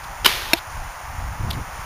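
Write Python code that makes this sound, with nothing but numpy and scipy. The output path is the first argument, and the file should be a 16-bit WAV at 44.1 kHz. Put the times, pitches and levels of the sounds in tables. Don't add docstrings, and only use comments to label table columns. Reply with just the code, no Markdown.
import sys
import numpy as np
from scipy import signal
from scipy.fft import rfft, irfft
from scipy.io import wavfile
from scipy.ndimage import uniform_filter1d

SR = 44100
rng = np.random.default_rng(int(sys.argv[2]) if len(sys.argv) > 2 else 0)


def transcribe(signal):
    frames = np.atleast_2d(signal).T
    limited = np.clip(frames, -1, 1)
    pcm = np.round(limited * 32767).astype(np.int16)
    wavfile.write(sys.argv[1], SR, pcm)


def volts_from_db(level):
    exponent = np.asarray(level, float) / 20
    return 10 ** exponent


N = 81585
T = np.arange(N) / SR


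def unit(x):
    return x / np.sqrt(np.mean(x ** 2))


def colour(spectrum):
    hz, db = np.array(spectrum).T
    bins_hz = np.maximum(np.arange(N // 2 + 1) * SR / N, 1)
    gain = volts_from_db(np.interp(np.log(bins_hz), np.log(hz), db))
    return unit(irfft(rfft(rng.standard_normal(N)) * gain, N))


def walk(rate_hz):
    hold = int(SR / rate_hz)
    steps = rng.standard_normal(N)[(T * rate_hz).astype(int)]
    return unit(uniform_filter1d(uniform_filter1d(steps, hold), hold))


def ring(push, hz, t60):
    decay = np.log(1000) / (max(t60, 0.002) * SR)
    pole = np.exp(2j * np.pi * hz / SR - decay)
    return signal.lfilter([1], [1, -pole], push).imag


def road():
    # (frequency [Hz], density [dB per Hz])
    roar = [(180, -58), (300, -22), (436, -18.5), (634, -7.5), (873, -1), (2050, -10), (3950, -24.5),
            (7300, -15), (9490, -33), (16100, -120)]
    swell_db = 0.91 * walk(0.64) + 0.5 * walk(11.35)
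    return colour(roar) * volts_from_db(-34 + swell_db)


def wind():
    # (time [s], level [dB], brightness corner [Hz])
    gust_path = [(0, -43, 120), (0.299, -38, 120), (.55, -44, 70), (.8, -50, 50), (.95, -65, 60),
                 (1.10, -36, 49.7), (1.25, -46, 79.6), (1.36, -38.5, 118), (1.455, -20, 122),
                 (1.50, -27.5, 121), (1.575, -21, 126), (1.63, -31, 110), (1.655, -45, 90), (1.68, -29, 90),
                 (1.72, -41, 80), (1.80, -34, 70), (1.85, -37, 70)]
    # (frequency [Hz], density [dB per Hz])
    breeze = [(13, -16), (22, -1), (59, -2.5), (140, -13.5), (205, -26.5), (226, -27), (300, -29),
              (390, -59), (660, -120)]
    at, level_db, brightness_hz = np.array(gust_path).T
    corner_hz = np.interp(T, at, np.clip(brightness_hz, 20, 300))
    rumble = 0
    for hz in 40 * 2 ** np.arange(0, 4.1, 0.5):
        once = ring(rng.standard_normal(N), hz, 5 / hz)
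        band = unit(ring(once, hz, 5 / hz))
        rumble = rumble + band / (1 + (hz / corner_hz) ** 1.73)
    buffet_db = 3 * walk(40.5)
    gusts = 0.5 * rumble * volts_from_db(np.interp(T, at, level_db) + buffet_db)
    return gusts + colour(breeze) * volts_from_db(-38.5 + 4.5 * walk(8.03))


def stubble():
    # (time [s], rise [s], fall [s], level [dB])
    rustles = [
        (.045, 0.012, .005, -42),
        (0.581, 0.018, 0.011, -32.5),
        (1.402, 0.0067, .008, -54),
        (1.5041, 0.00093, 0.0026, -30),
        (1.51, 0.0029, 0.0056, -22.5),
        (1.535, 0.0071, 0.0035, -34),
        (1.542, 0.0026, .006, -35.5),
    ]
    # (frequency [Hz], density [dB per Hz])
    stalks = [(1000, -27), (2000, -12), (3000, 1.5), (4200, 2.5), (5200, -5), (6500, -23), (7900, -13)]
    envelope = 0
    for at, rise, fall, db in rustles:
        distance = np.where(T < at, (at - T) / rise, (T - at) / fall)
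        envelope = envelope + volts_from_db(db) * np.exp(-distance ** 2)
    grain = volts_from_db(1.8 * walk(900))
    return envelope * unit(colour(stalks) * grain)


def arrow():
    # (time [s], level [dB])
    flight = [
        (.2458, -58),
        (0.2462, -22),
        (0.257, -16),
        (0.26, -10),
        (.2680, -20),
        (.3000, -22),
        (.3800, -28),
        (.5300, -34.5),
        (0.591, -38),
    ]
    # (frequency [Hz], density [dB per Hz])
    feathers = [(180, -3), (300, -11), (383, -8.5), (678, -10), (964, -7), (1180, -5.5), (3410, -3),
                (7700, -14.5), (10000, -37), (16900, -120)]
    at, level_db = np.array(flight).T
    flutter = volts_from_db(1 * walk(714))
    hiss = unit(colour(feathers) * flutter)
    return hiss * volts_from_db(np.interp(T, at, level_db, left=-99, right=-99))


def disc():
    # (frequency [Hz], level [dB], t60 [s])
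    disc_modes = [(340, -9, 0.056), (386, -22, 0.062), (680, -9, 0.044), (950, -12.5, 0.038),
                  (1680, -13, 0.062), (2150, -10.5, 0.043), (2400, -2.5, 0.023), (2633, -0.5, 0.024),
                  (3250, -13, 0.023), (3726, -5, 0.047), (4290, -5.5, 0.042), (5330, -6, 0.031),
                  (5560, -13, 0.034), (6670, -27, 0.023)]
    # (frequency [Hz], density [dB per Hz])
    splinters = [(200, -40), (600, -20), (1300, -6), (2400, 0), (4300, -12), (5700, -11), (7900, -6)]
    strike_s, damped_s, rim_hz = 0.5331, 0.0067, 1500
    crack_db, crack_rise_s, crack_t60_s = -15, 0.00034, 0.031
    blow = np.zeros(N)
    blow[int(strike_s * SR)] = volts_from_db(-2.5)
    age = np.maximum(T - strike_s, 0)
    choke = 1 / (1 + (age / damped_s) ** 5)
    ringing = 0
    for hz, db, t60 in disc_modes:
        damping = choke if hz > rim_hz else 1
        ringing = ringing + volts_from_db(db) * ring(blow, hz, t60) * damping
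    crack_envelope = volts_from_db(crack_db - 60 * age / crack_t60_s) * np.minimum(age / crack_rise_s, 1)
    return ringing + crack_envelope * colour(splinters)


def bow():
    # (time [s], level [dB])
    knocks = [(.2470, -7.5), (.2497, -12), (.2522, -10.5), (.2575, -9.5), (0.2584, -12), (0.2592, -7),
              (.2615, 3.5), (.2630, 0), (.2642, -3), (.2668, -15), (.2708, -10.5), (.2762, -10),
              (.2803, -14), (.2885, -23)]
    # (frequency [Hz], level [dB], t60 [s])
    body_modes = [(369.5, -17.5, 0.038), (542, -18.5, 0.018), (890, -9.5, .012), (1670, -6, 0.0094),
                  (2200, -1, 0.0039), (3054, 1, 0.013), (3910, -1, .007), (4950, -4.5, 0.013),
                  (6100, -8.5, .005), (7730, -11, 0.0044)]
    bow_db, scatter_db = -3, 1
    at, knock_db = np.array(knocks).T
    samples = (at * SR).astype(int)
    body = 0
    for hz, mode_db, t60 in body_modes:
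        strength = volts_from_db(knock_db + scatter_db * rng.standard_normal(len(knocks)))
        sign = np.sign(rng.standard_normal(len(knocks)))
        push = np.zeros(N)
        push[samples] = strength * sign
        body = body + volts_from_db(mode_db + bow_db) * ring(push, hz, t60)
    return body


def scene():
    no_bass = signal.butter(3, 277, "high", fs=SR, output="sos")
    hits = signal.sosfilt(no_bass, arrow() + disc() + bow())
    return (road() + wind() + stubble() + hits)[None]


def roll_off(x):
    return signal.sosfilt(signal.butter(12, 15700, fs=SR, output="sos"), x)


def record(dry):
    clip, converter_db = 0.92, -64
    steep = signal.butter(14, 7080, fs=SR, output="sos")
    x = signal.sosfilt(steep, dry)
    x = signal.resample_poly(x, 160, 441, axis=1, window=("kaiser", 2.0))
    x = np.clip(x + volts_from_db(converter_db) * rng.standard_normal(x.shape), -clip, clip)
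    held = x[:, np.arange(N) * 160 // 441]
    top = signal.ellip(8, 0.1, 30, 15450, fs=SR, output="sos")
    return roll_off(signal.sosfiltfilt(top, held))


dry = scene()
out = record(dry)
transcribe(out)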